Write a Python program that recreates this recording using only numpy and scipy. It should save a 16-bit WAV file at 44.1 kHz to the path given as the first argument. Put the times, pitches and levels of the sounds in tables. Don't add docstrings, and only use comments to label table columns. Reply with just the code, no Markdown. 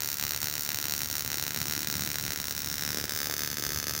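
import sys
import numpy as np
from scipy import signal
from scipy.fft import rfft, irfft
from scipy.io import wavfile
from scipy.ndimage import uniform_filter1d, map_coordinates

SR = 44100
rng = np.random.default_rng(int(sys.argv[2]) if len(sys.argv) > 2 else 0)


def store_pcm(level_fs):
    pcm = np.round(np.clip(level_fs, -1, 1) * 32767).astype(np.int16)
    wavfile.write(sys.argv[1], SR, np.atleast_2d(pcm).T)


N = 176400
EDGE_HZ = 15900
# time_s, lift_share (0 low, 1 lifted)
MIC_LIFT = [(0, 0), (1.5, .08), (2.55, .17), (2.8, .31), (3.0, .5), (3.2, .72), (3.5, .88), (4, 1)]


def amp(db):
    return 10 ** (np.asarray(db) / 20)


def curve(points, s):
    return np.interp(s, *np.transpose(points))


def colour(points, hz, column=1):
    table = np.transpose(points)
    return np.interp(np.log(hz + 1), np.log(table[0] + 1), table[column])


def add(mix, at, sound):
    part = mix[max(at, 0):][:len(sound)]
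    part += sound[:len(part)]


def sharpest_click(db):
    log_gain = np.log(amp(np.concatenate([db, db[-2:0:-1]])))
    return np.exp(np.conj(signal.hilbert(log_gain)))[:len(db)]


def room_tone(level_db=-46):
    # frequency_hz, relative_db
    spectrum = [(20, -32), (32, -39), (45, -11), (65, -12.5), (100, -1), (160, -10), (300, -14),
                (600, -22.5), (2000, -19), (8000, -29), (16000, -44)]
    hz = np.fft.rfftfreq(N, 1 / SR)
    noise = irfft(rfft(rng.standard_normal(N)) * amp(colour(spectrum, hz)), N)
    return amp(level_db) * noise / noise.std()


def rumbles(kicks, half_width_octaves=1.01, steady=.11, throb_s=.0018):
    # middle_s, length_s, pitch_hz, level_db
    swells = [(0.24, 0.079, 112.5, -48.5), (0.447, 0.021, 130, -52), (0.949, .05, 127, -48),
              (1.652, 0.34, 160, -46.5), (2.01, 0.28, 141, -43.5), (2.258, 0.14, 105, -47.5),
              (2.688, 0.12, 159, -49), (2.87, 0.11, 128, -44.5), (3.033, .05, 115, -44),
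              (3.02, .2, 270, -48.5), (3.306, 0.11, 427, -48), (3.75, 0.17, 103, -42.5)]
    t, hz, out = np.arange(N) / SR, np.fft.rfftfreq(N, 1 / SR), np.zeros(N)
    throb = signal.lfilter([1], [1, -np.exp(-1 / (throb_s * SR))], kicks)
    for s, length, pitch_hz, db in swells:
        band = 1 / (1 + abs(np.log2((hz + 1) / pitch_hz) / half_width_octaves) ** 6)
        noise = irfft(rfft(rng.standard_normal(N) * (steady + throb)) * band, N)
        envelope = np.exp(-(2 * (t - s) / length) ** 6)
        swell = noise * envelope
        out += amp(db) * swell * np.linalg.norm(envelope) / np.linalg.norm(swell)
    return out


def tail(t60_s, level_db, onset_s, size=16384):
    # frequency_hz, relative_db
    spectrum = [(100, -8), (400, -9.5), (600, -21), (850, -16), (1080, -13.5), (1400, -1.5), (2000, -12),
                (3000, -7), (3900, -5), (4900, 0), (5850, 5), (6400, 3), (8000, -7.5), (10500, -5),
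                (12300, -3.5), (13700, -9), (14700, 1.5), (15700, 7)]
    t, hz = np.arange(size) / SR, np.fft.rfftfreq(size, 1 / SR)
    taps = rfft(rng.choice([-1., 1.], size) * amp(-60 * t / t60_s))
    uneven_db = 10 * np.log10(uniform_filter1d(abs(taps) ** 2, 71))
    response = irfft(taps * sharpest_click(colour(spectrum, hz) - uneven_db))
    return amp(level_db) * np.pad(response, (int(onset_s * SR), 0))[:size]


def close_echoes(sound):
    # low_delay_s, lifted_delay_s, low_gain, lifted_gain
    surfaces = [(.000378, .000408, -.23, .3), (.00048, .000628, .18, .41), (.000545, .000688, .19, .18),
                (.000715, .000849, .22, .18)]
    n, echoes = np.arange(N), np.zeros(N)
    lift = curve(MIC_LIFT, n / SR)
    for low_s, lifted_s, low_gain, lifted_gain in surfaces:
        delay_s = low_s + lift * (lifted_s - low_s)
        gain = low_gain + lift * (lifted_gain - low_gain)
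        echoes += gain * map_coordinates(sound, [n - SR * delay_s], order=5)
    return sound + echoes


def reflections(kicks, heights=3, lift_boost_db=3.5):
    lift = curve(MIC_LIFT, np.arange(N) / SR)
    scatter, room = np.zeros(N), np.zeros(N)
    for height in range(heights):
        share = np.cos(np.pi / 2 * np.minimum(abs(lift * (heights - 1) - height), 1))
        scatter += share * signal.fftconvolve(kicks, tail(t60_s=.019, level_db=-10, onset_s=.0009))[:N]
        room += share * signal.fftconvolve(kicks, tail(t60_s=.15, level_db=-13, onset_s=.003))[:N]
    return close_echoes(scatter * amp(lift_boost_db * lift)) + room


def ringing(kicks, size=8192):
    # pitch_hz, level_db, t60_s
    modes = [(1337, -52.5, 0.13), (1317, -57, 0.13), (1453, -67, 0.14), (2085, -43.5, 0.02),
             (6500, -65, 0.035), (14900, -62, .03), (15100, -61, 0.044)]
    t = np.arange(size) / SR
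    ring = sum(amp(db - 60 * t / t60) * np.sin(2 * np.pi * hz * t) for hz, db, t60 in modes)
    return signal.fftconvolve(kicks, ring)[:N]


def thumps(times, gains, pitch_hz=142, spread_octaves=.65, rise_s=.0017, lag_s=.00085, spread_db=1.5):
    # time_s, relative_db
    levels = [(0, -43), (.55, -47), (1.2, -38.5), (1.65, -36.5), (1.85, -37), (2.02, -35), (2.25, -39),
              (2.5, -38.5), (2.7, -37.5), (2.92, -36), (3.15, -40.5), (3.35, -39), (3.55, -35),
              (3.75, -36.5), (4, -36)]
    t, out = np.arange(1500) / SR, np.zeros(N)
    envelope = t / rise_s * np.exp(1 - t / rise_s)
    draws = np.clip(rng.standard_normal((len(times), 3)), -2, 2)
    for s, gain, (pitch, loud, lag) in zip(times, gains, draws):
        hz = pitch_hz * 2 ** (spread_octaves * pitch)
        swing = envelope * np.sin(2 * np.pi * hz * (2 * rise_s - t))
        weight = gain * amp(curve(levels, s) + spread_db * loud)
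        add(out, int((s + lag_s * abs(lag)) * SR), weight * swing)
    return signal.sosfilt(signal.butter(2, 75, "high", fs=SR, output="sos"), out)


def sizzle_db(s, hz, width_hz=500):
    # time_s, centre_hz, boost_db
    peak = [(2.55, 5750, 0), (2.75, 5550, 2.5), (3.0, 5400, 1.5), (3.3, 5200, 0)]
    times, centres, boosts = np.transpose(peak)
    offset_hz = hz - np.interp(s, times, centres)
    return np.interp(s, times, boosts) * np.exp(-(offset_hz / width_hz) ** 2)


def cracks(times, gains, trim_db=-.5, body_spread_db=4.5, body_max_db=3.8, wander_db=1.7, size=1024):
    # frequency_hz, low_db, lifted_db
    spectrum = [(99, -27, -33), (432, -10, -10), (780, -4, -1.5), (1036, -10.5, -10), (1700, -6.5, -2.5),
                (2170, -7.5, -7), (2580, -1.5, -11), (3040, -5, -18), (3580, -13.5, -4.5),
                (3860, -6.5, -2.5), (4460, -1, -8.5), (5080, -6, -4), (5760, 0.5, 0.5), (6460, -6.5, 1.5),
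                (7520, -2, -18), (8350, -10, -8), (9540, -9.5, -17), (10470, -17, -12), (12170, -8, -7),
                (14000, -11, -10), (14700, 5, -8), (15700, 0, -1)]
    # time_s, boost_db
    body = [(0.02, 0.5), (0.07, -4.5), (0.14, -0.7), (0.25, 6), (0.33, 5.5), (0.37, -3), (0.43, 0.5),
            (0.5, 2), (0.55, 6), (0.62, -6), (0.69, 7), (0.8, -0.6), (0.92, 8), (0.98, -1.5), (1.02, 2.9),
            (1.07, -4.5), (1.13, 0.4), (1.19, 1.9), (1.25, 1.5), (1.36, 3.7), (1.38, 3.5), (1.55, 6.5),
            (1.63, -1), (1.71, 6), (1.78, 2.5), (1.91, 1), (1.95, -0.5), (2.07, 2), (2.13, 0.5), (2.19, 6),
            (2.23, -4.5), (2.26, 1.5), (2.44, 6.5), (2.47, -5), (2.52, 3.5), (2.59, -2.5), (2.65, 6),
            (2.7, 0), (3.0, 0.5), (3.14, -1.5), (3.19, 5.5), (3.54, 3.5), (3.94, 3), (3.98, -0.5)]
    hz, out = np.fft.rfftfreq(size, 1 / SR), np.zeros(N)
    low_db, lifted_db = colour(spectrum, hz), colour(spectrum, hz, column=2)
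    knots_hz = np.arange(0, SR / 2, 550)
    treble_lag = np.exp(-1j * np.pi * .0004 * hz ** 2 / EDGE_HZ)
    body_draws = np.clip(rng.standard_normal(len(times)), -2, 1.2)
    for s, gain, draw in zip(times, gains, body_draws):
        mic_db = low_db + curve(MIC_LIFT, s) * (lifted_db - low_db)
        ceiling_db = body_max_db - 20 * np.log10(max(gain, 1))
        body_db = min(curve(body, s) + body_spread_db * draw, ceiling_db) / (1 + (hz / 4200) ** 4)
        bass_db = 7 * max(gain - 1, 0) / (1 + (hz / 1100) ** 4)
        path_db = wander_db * np.interp(hz, knots_hz, rng.standard_normal(len(knots_hz)))
        snap = treble_lag * sharpest_click(mic_db + body_db + bass_db + path_db + sizzle_db(s, hz))
        add(out, int(s * SR), gain * irfft(snap))
    return amp(trim_db) * out


def spark_gap(first_s=.0057, limp_hz=20.86, limp_s=.0015, first_limp_s=.0175, jitter_s=.00026,
              spread_db=.6, sag_db=1.1):
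    # time_s, rate_hz
    rate = [(0.0, 72.946), (0.4, 73.158), (0.8, 72.803), (1.15, 74.021), (1.5, 73.605), (2.0, 73.907),
            (2.5, 73.514), (3.0, 73.653), (4.0, 73.58)]
    # time_s, relative_db
    odd_sparks = [(0.239, 2.5), (0.43, 2.2), (0.443, 2.5), (0.676, -4), (0.689, 2), (0.731, -3.5),
                  (0.745, 2), (0.923, 2.2), (0.937, 2.5), (1.018, 2), (1.14, -4), (1.153, 1.5),
                  (1.345, 1.5), (1.411, -3.5), (1.425, 2), (1.615, 2.2), (1.72, 2), (1.871, 2), (2.008, 2),
                  (2.496, -3), (2.508, 2.2), (2.971, 2.5), (3.339, 2), (3.666, 2.2), (0.156, -6.5),
                  (0.39, -8.7), (0.512, -5.1), (0.567, -5.3), (1.235, -10.9), (1.289, -7.8), (1.451, -5.9),
                  (1.492, -4.9), (1.52, -5.8), (1.534, -5.4), (1.642, -6.1), (1.859, -11.9), (2.17, -6.8),
                  (2.293, -6.0), (2.347, -10.3), (2.389, -5.0), (2.429, -6.3), (2.538, -11.3),
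                  (2.632, -7.0), (2.769, -6.3), (2.959, -4.8), (3.025, -5.5), (3.066, -11.0), (3.08, -7.0),
                  (3.285, -8.7), (3.352, -12.6), (3.488, -9.0), (3.555, -9.7), (3.611, -7.1), (3.679, -5.5),
                  (3.815, -8.1), (3.856, -10.1), (3.924, -7.4)]
    t = np.arange(N) / SR
    cycles = np.cumsum(curve(rate, t)) / SR
    cycles -= np.interp(first_s, t, cycles)
    beats = np.interp(np.arange(int(cycles[-1]) + 1), cycles, t)
    jitter, strength, sag = rng.standard_normal((len(beats), 3)).T
    limp = (limp_hz * (first_limp_s - beats)) % 1 - .5
    times = beats + limp_s * limp + jitter_s * jitter
    db = spread_db * strength - sag_db * np.minimum(sag ** 2, 2)
    for s, odd_db in odd_sparks:
        db[np.argmin(abs(times - s))] = odd_db
    return times, amp(db)


def scene():
    times, gains = spark_gap()
    kicks = np.zeros(N)
    for s, gain in zip(times, gains):
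        add(kicks, int(s * SR), np.array([gain]))
    buzz = close_echoes(cracks(times, gains)) + reflections(kicks) + ringing(kicks) + thumps(times, gains)
    return (buzz + rumbles(kicks) + room_tone())[None]


def record(dry):
    lowpass = signal.firwin(511, EDGE_HZ, window=("kaiser", 9), fs=SR)
    return signal.oaconvolve(dry, lowpass[None], "same")


dry = scene()
out = record(dry)
store_pcm(out)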